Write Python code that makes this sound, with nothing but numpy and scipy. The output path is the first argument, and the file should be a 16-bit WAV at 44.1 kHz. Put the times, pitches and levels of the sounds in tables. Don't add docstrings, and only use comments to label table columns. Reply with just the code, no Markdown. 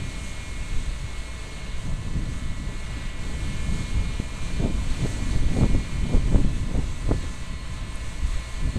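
import sys
import numpy as np
from scipy import signal
from scipy.fft import rfft, irfft, next_fast_len
from scipy.io import wavfile
from scipy.ndimage import uniform_filter1d, map_coordinates

SR = 44100
rng = np.random.default_rng(int(sys.argv[2]) if len(sys.argv) > 2 else 0)


def ratio(d):
    e = np.asarray(d, float) / 20
    return 10 ** e


def int16_out(signal):
    q = np.round(np.clip(np.atleast_2d(signal).T, -1, 1) * 32767)
    wavfile.write(sys.argv[1], SR, q.astype(np.int16))


N = 387198
STEPS = np.arange(0, N + 64, 64)

# (time [s], speed [cycles/s])
ENGINE_SPEED = [(0, 9.989), (3, 9.989), (3.5, 9.992), (5.8, 9.992), (6.6, 9.998), (8.78, 9.998)]
ENGINE_ORDERS = [6, 58, 62, 63, 64, 65, 99, 102, 105, 108, 111, 116, 120, 123, 136, 138, 141, 200, 283]
ENGINE_ORDER_LEVELS = [-39.5, -64, -70, -70, -66.5, -70, -63.5, -70.5, -73, -67.5, -68.5, -65.5, -75, -70,
                       -68.5, -80, -66.5, -62.5, -75.5]
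# (frequency [Hz], level [dB per Hz])
BLOCK_RING = [(500, -42), (850, -4.5), (1100, -3), (1400, -2.5), (1700, -2.5), (2500, -2.5), (3000, -11),
              (3600, -3), (4200, -12), (5000, -37)]
# (time [s], level [dB rms])
LOOSE_PANEL = [(0, -67), (.66, -66.5), (1.65, -59), (2.6, -59.5), (3, -63), (3.6, -59.5), (5.6, -63),
               (6.6, -56.5), (8.78, -57)]
# (frequency [Hz], level [dB per Hz])
PANEL_RATTLE = [(940, -28), (1010, -3), (1045, -4), (1090, -2), (1160, -32)]

# (time [s], whine level [dB rms], lean [dB])
PUMP_LOAD = [(0, -49.5, 1), (.4, -50, 2.5), (.99, -52, -4.5), (1.65, -51, -2), (1.98, -57, -8),
             (2.64, -53.5, -2), (2.97, -50, -1), (3.3, -51, 0), (3.7, -47.5, -1.5), (4.1, -47.5, 1),
             (4.29, -55, 7), (4.95, -53, 5.5), (5.3, -51.5, 2), (5.7, -51, 5), (6.27, -51.5, 1.5),
             (6.6, -56.5, -7), (7.26, -57, -2), (8.6, -53, 2)]
# (harmonic number, level over the whine [dB], share of load swing followed,
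# share of lean followed, own drift [dB])
PUMP_STRONG_TONES = [(10, 0, 0.98, 0, .3), (11, -5, 1, 0.99, .6), (9, -3.5, .2, .15, 1.2),
                     (8, -7, .1, -.1, 1.7), (13, -9.5, .3, -0.3, 1.5), (14, -9, .5, .2, 2)]
# (harmonic number, level [dB rms])
PUMP_WEAK_TONES = [(2, -65), (3, -65.5), (4, -67), (6, -66.5), (12, -63.5), (15, -71)]

# (time [s], pitch [Hz], level [dB rms])
TURBO_WHISTLE = [(0.0, 4280, -60), (0.07, 4271, -62), (1.64, 4290, -64), (1.71, 4240, -70),
                 (3.59, 4272, -63.5), (5.55, 4270, -63), (6.02, 4280, -56.5), (6.26, 4260, -70),
                 (8.78, 4277, -58.5)]
# (pitch [Hz], level [dB])
ALTERNATOR = [(7975, -78), (9040, -80), (9570, -83)]

# (time [s], level [dB], brightness [dB])
RUSH_CARRIED = [(0, -48.5, 1), (.9, -49.5, .5), (1.6, -49.5, -.5), (2, -51, .5), (2.6, -50.5, 1),
                (2.96, -48, -1.5), (3.2, -50, .5), (3.45, -47, 0), (4.18, -48, -.5), (4.7, -48.5, -.5),
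                (5.2, -46, 0), (5.7, -48, 0), (6.28, -48, -.5), (6.68, -50.5, .5), (7.1, -50, 0),
                (7.8, -50.5, .5), (8.4, -48.5, .5), (8.78, -50.5, 1)]
# (time [s], change [dB], half width [s])
AIR_POCKETS = [(.32, 1.5, 0.19), (2.17, -2.5, .1), (2.35, 1.5, .08), (2.59, -2.5, .12), (3.06, 0.5, .04),
               (3.15, -3, .05), (3.23, 2, .05), (3.79, 3, .06), (4.45, 1.5, .1), (4.7, -1, .05),
               (5.01, 3, 0.12), (5.31, 2.5, .05), (5.43, -1, .06), (5.57, 1, .06), (6.21, -1.5, .05),
               (6.89, 1.5, .1), (7.24, 1.5, .1), (7.58, -2.5, .06), (7.85, -2.5, .05), (8.05, 1, .06),
               (8.21, -2.5, .06), (8.31, 2, .08)]
# (frequency [Hz], level [dB per Hz])
RUSH_GROWL = [(150, -22), (300, 0), (640, 0), (780, -5), (900, -2.5), (1040, -1.5), (1200, -3.5),
              (1600, -5.5), (2200, -37)]
RUSH_BODY = [(1100, -19), (1700, -4), (2300, -2.5), (3200, -3), (4200, -2), (4800, -8.5), (5600, -20.5)]
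RUSH_HISS = [(4000, -14), (5200, -7), (6300, 0), (7200, -1.5), (8200, 0.5), (9000, -4.5), (10000, -11),
             (12000, -20), (14200, -25.5), (14500, -30)]

# (frequency [Hz], level [dB per Hz])
WIND_RUMBLE = [(2, -10), (12, 1), (30, -1), (60, -7.5), (90, -19.5), (150, -46)]
WIND_BUFFET = [(35, -37), (70, 0), (120, -0.5), (180, -6), (300, -38.5)]
WIND_FLUTTER = [(100, -28), (180, 1), (280, -2), (400, -16.5), (600, -61)]
WIND_RIP = [(250, -6), (400, 2.5), (600, -3), (900, -12), (1500, -25.5), (2500, -50)]
# (time [s], strength [dB])
STEADY_BREEZE = [(0, -38.5), (.5, -41.5), (1.4, -43.5), (1.75, -42), (2.2, -37.5), (2.6, -39), (3.1, -41),
                 (3.6, -36), (4.25, -39.5), (4.8, -37), (5.5, -32), (5.75, -31.5), (5.9, -38),
                 (6.25, -30.5), (6.7, -36), (7, -42), (8.15, -40), (8.5, -45.5)]
# (size [octaves above the largest], level over breeze [dB], growth relative to breeze)
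EDDY_SIZES = [
    (0, 8, 0.89),
    (2, .5, 1),
    (3, -6, 1.1),
    (4, -17, 0.75),
]
# (time [s], peak [dB], time to fall 10 dB [s], eddy size [octaves above the largest])
WIND_HEAVES = [(.66, -27, .1, 0.71), (.78, -21.5, 0.08, .3), (.89, -24.5, .04, .8),
               (1.05, -36.5, .06, 2.16), (1.76, -21.5, 0.03, .4), (2.98, -24.5, 0.02, .8),
               (3.22, -24, .08, .5), (3.55, -24.5, .15, 0.89), (3.99, -19.5, 0.1, 1.1),
               (4.43, -24.5, .1, 1.1), (4.6, -23, .05, 1), (4.8, -23, 0.16, .5), (4.96, -22, 0.1, .2),
               (5.62, -20.5, .05, 1.7), (5.43, -16.5, .07, .3), (5.79, -23, 0.02, 1.6),
               (5.97, -23, .05, .2), (6.07, -22, 0.1, 1.2), (6.16, -18.5, 0.03, 1.4), (6.36, -20, 0.1, 1),
               (6.58, -22, 0.2, 1), (6.89, -23.5, .1, .6), (7.13, -19.5, .1, 1), (7.51, -26, 0.07, 0.75),
               (8.25, -23.5, .06, .4), (8.36, -24.5, 0.04, 0.89), (8.64, -17, .065, 0.77)]
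# (time [s], peak [dB], time to fall 10 dB [s], eddy size [octaves above the largest])
WIND_GUSTS = [(0, -37, 0.2, 2.66), (1.88, -30, 0.08, 1.9), (2.17, -29, 0.17, 2.27),
              (2.68, -32.5, 0.1, 2.26), (3.3, -38, .12, 2.95), (3.45, -38, .08, 2.9),
              (3.74, -26, .07, 2.15), (4.2, -28, 0, 2.6), (4.6, -25, 0.02, 1.8), (4.65, -25.5, 0.0329, 3.9),
              (4.72, -33, .08, 2.9), (5.06, -27, .05, 2.7), (5.22, -30, 0.06, 2.8), (5.36, -32, .07, 3),
              (5.52, -30, .06, 3.1), (5.62, -23.5, 0.05, 3.9), (5.75, -27.5, 0.06, 3.13),
              (6.08, -24, .04, 2.8), (6.15, -27, 0.03, 3.83), (6.35, -24, 0.054, 3.1),
              (6.44, -26, 0.08, 2.24), (6.7, -35, .025, 3.3), (6.79, -29, 0.04, 3.34),
              (7.12, -28, 0.03, 4.05), (7.24, -32.5, 0.06, 2.54), (8.05, -36.5, 0.14, 2.15),
              (8.68, -28.5, .03, 2.3), (8.78, -26.5, .03, 2.8)]
# (time [s], peak pressure, half width [ms])
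EDDY_SLAPS = [(4.2006, -0.35, 1.05), (4.628, 0.13, 0.39), (4.637, -.22, .55), (4.641, -0.22, .86),
              (4.6507, -0.32, 1.1), (4.66, 0.28, .6), (5.588, -.31, .59), (5.611, .2, .45),
              (5.632, .48, 1.9), (5.6352, -.19, .24), (5.6428, .2, .55), (5.749, .14, .3),
              (6.138, 0.21, .91), (6.145, -0.22, .9), (6.155, .37, 1.2), (6.3296, -.26, .8),
              (6.3461, 0.28, .55), (6.347, -0.35, .65), (6.3566, -.44, 1.7), (6.359, -0.21, 0.23),
              (6.3617, .22, .54), (6.448, -0.31, 0.96), (6.783, -.16, 1.8), (6.792, .23, 1.3),
              (7.0914, 0.25, .6), (7.1127, 0.38, 0.34), (7.115, -0.15, 0.56), (7.118, -0.38, 0.4),
              (8.7596, -.22, 1.4), (8.766, 0.2, 0.74)]
# (time [s], peak [dB])
STALK_SNAPS = [
    (7.9535, -41.5),
    (7.9573, -29),
]


def engine(cycles):
    tones = sum(tone(order * cycles, db, 1.3) for order, db in zip(ENGINE_ORDERS, ENGINE_ORDER_LEVELS))
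    panel_db = curves(LOOSE_PANEL)[0]
    panel_hum = tone(104 * cycles, panel_db + 1, 0.6)
    panel_rattle = ratio(panel_db - 4 + 1.5 * wobble(30)) * noise(PANEL_RATTLE, 1.2)
    size = SR // 10
    repeated = np.tile(rng.standard_normal(size), 4)
    clatter = coloured(repeated, BLOCK_RING)[size:2 * size]
    ring = map_coordinates(clatter, [cycles % 1 * size], mode="grid-wrap")
    return tones + panel_hum + panel_rattle + ratio(-53 + 0.95 * wobble(3.01)) * ring


def pump(cycles):
    turn = 217.5 / 9.992 * cycles
    whine_db, lean_db = curves(PUMP_LOAD)
    mean_db = whine_db.mean()
    load_swing_db = whine_db - mean_db
    strong = 0
    for harmonic, db, follows, leans, drift_db in PUMP_STRONG_TONES:
        level_db = mean_db + db + follows * load_swing_db + leans * lean_db
        level_db = level_db + drift_db * wobble(2.505)
        strong = strong + tone(harmonic * turn, level_db, 1.3, scatter=0.24)
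    weak = sum(tone(harmonic * turn, db, 2.6) for harmonic, db in PUMP_WEAK_TONES)
    return strong + weak


def whistles():
    hz, db = curves(TURBO_WHISTLE)
    turbo_cycles = np.cumsum(hz + 4 * wobble(12)) / SR
    turbo = tone(turbo_cycles, db, 2.4)
    alternator = sum(tone(pitch * np.arange(N) / SR, level, 2.5) for pitch, level in ALTERNATOR)
    return turbo + alternator


def rush(cycles):
    carried_db, bright_db = curves(RUSH_CARRIED)
    pockets = sum(db * np.exp(-((STEPS / SR - s) / width) ** 2) for s, db, width in AIR_POCKETS)
    pocket_db = spread(pockets)
    hiss_share = 0.43
    carried_db = carried_db + (1 - hiss_share) * pocket_db
    mean_db = carried_db.mean()
    growl_db = mean_db - 0.5 + 0.9 * (carried_db - mean_db) - bright_db
    body_db = carried_db + 1
    hiss_db = carried_db - 1.5 + bright_db + hiss_share * pocket_db
    firing = 2 * np.pi * 6 * cycles
    throb_db = 0.4 * np.cos(firing) + 0.25 * np.cos(2 * firing) + 0.25 * np.cos(firing / 2)
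    growl = ratio(growl_db + 0.37 * wobble(20)) * noise(RUSH_GROWL, 1.06)
    body = ratio(body_db + throb_db + 0.65 * wobble(9)) * noise(RUSH_BODY, 0.93)
    hiss = ratio(hiss_db + throb_db / 2 + 0.57 * wobble(12)) * noise(RUSH_HISS, 0.72)
    return growl + body + hiss


def wind():
    rumble_db, buffet_db, flutter_db, rip_db = eddy_levels()
    lump, jab = wobble(25), wobble(70)
    fierce = np.clip((rip_db + 54) / 16, 0.3, 1)
    rumble = unit(ratio(1.44 * wobble(12) + 0.77 * lump) * noise(WIND_RUMBLE, 0.95))
    buffet = unit(ratio(1.5 * lump) * noise(WIND_BUFFET, 0.97))
    flutter = unit(ratio(fierce * (2.5 * lump + 1.7 * jab)) * noise(WIND_FLUTTER, 0.98))
    rip = unit(ratio(fierce * (3.3 * lump + 3.7 * jab)) * noise(WIND_RIP, 1.2))
    large = ratio(rumble_db) * rumble + ratio(buffet_db) * buffet
    return large + ratio(flutter_db - 1.3 * fierce) * flutter + ratio(rip_db - 2.3 * fierce) * rip


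def eddy_levels():
    t = STEPS / SR
    strength_db = np.interp(t, *np.transpose(STEADY_BREEZE))
    mean_db = strength_db.mean()
    octave, over_db, grows = np.transpose(EDDY_SIZES)[..., None]
    power = ratio(2 * (mean_db + over_db + grows * (strength_db - mean_db)))
    for s, db, fall_s, size in WIND_HEAVES + WIND_GUSTS:
        reach_db = db - 10 * np.maximum(octave - size, 0) - 0.5 * np.maximum(size - octave, 0)
        power = power + ratio(2 * reach_db) * ratio(-20 * np.abs(t - s) / fall_s)
    return [spread(10 * np.log10(p)) for p in power]


def slaps():
    x, t = np.zeros(N + SR), np.arange(-800, 800) / SR
    for s, pressure, ms in EDDY_SLAPS:
        spike = np.hanning(len(t)) / (1 + (1000 * t / ms) ** 2)
        x[round(s * SR) - 800:][:len(t)] += pressure * spike
    return x[:N]


def stalk_snaps():
    x, t = np.zeros(N), np.arange(80) / SR
    click = np.sin(2 * np.pi * 9500 * t) * np.exp(-((t - 0.0006) / 0.00022) ** 2)
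    for s, db in STALK_SNAPS:
        x[round(s * SR):][:len(t)] += ratio(db) * click
    return x


def tone(cycles, db, fade_db, scatter=1):
    shimmer = ratio(db) * spread(ratio(fade_db * (drift(5) + 0.66 * drift(18))))
    phase = cycles + scatter * rng.random() + 0.032 * wobble(8)
    return np.sqrt(2) * shimmer * np.sin(2 * np.pi * phase)


def noise(points, patchy_db):
    z = signal.stft(rng.standard_normal(N), nperseg=512)[2]
    field = uniform_filter1d(rng.standard_normal(z.shape), size=8, axis=0)
    field = uniform_filter1d(field, size=12, axis=1)
    patchy = signal.istft(z * ratio(patchy_db * unit(field)), nperseg=512)[1][:N]
    return coloured(patchy, points)


def coloured(x, points):
    m = next_fast_len(len(x))
    f, db = np.transpose(points)
    log_hz = np.log(np.fft.rfftfreq(m, 1 / SR) + 1)
    gain = ratio(np.interp(log_hz, np.log(f + 1), db, -120, -120))
    return unit(irfft(rfft(x, m) * gain, m)[:len(x)])


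def unit(x):
    return x / np.sqrt(np.mean(x ** 2) + 1e-20)


def curves(rows):
    s, *cols = np.transpose(rows)
    return [np.interp(np.arange(N) / SR, s, c) for c in cols]


def wobble(rate):
    return spread(drift(rate))


def spread(control):
    return np.interp(np.arange(N), STEPS, control)


def drift(rate):
    knots = rng.standard_normal(int(N * rate / SR) + 4)
    return map_coordinates(knots, [STEPS * rate / SR])


def scene():
    cycles = np.cumsum(curves(ENGINE_SPEED)[0]) / SR
    machine = engine(cycles) + pump(cycles) + whistles() + rush(cycles)
    return (machine + wind() + slaps() + stalk_snaps())[None]


def low_pass(x):
    return signal.sosfilt(signal.butter(12, 14460, fs=SR, output="sos"), x)


def record(dry):
    mix = dry + 0.01
    return low_pass(mix)


dry = scene()
out = record(dry)
int16_out(out)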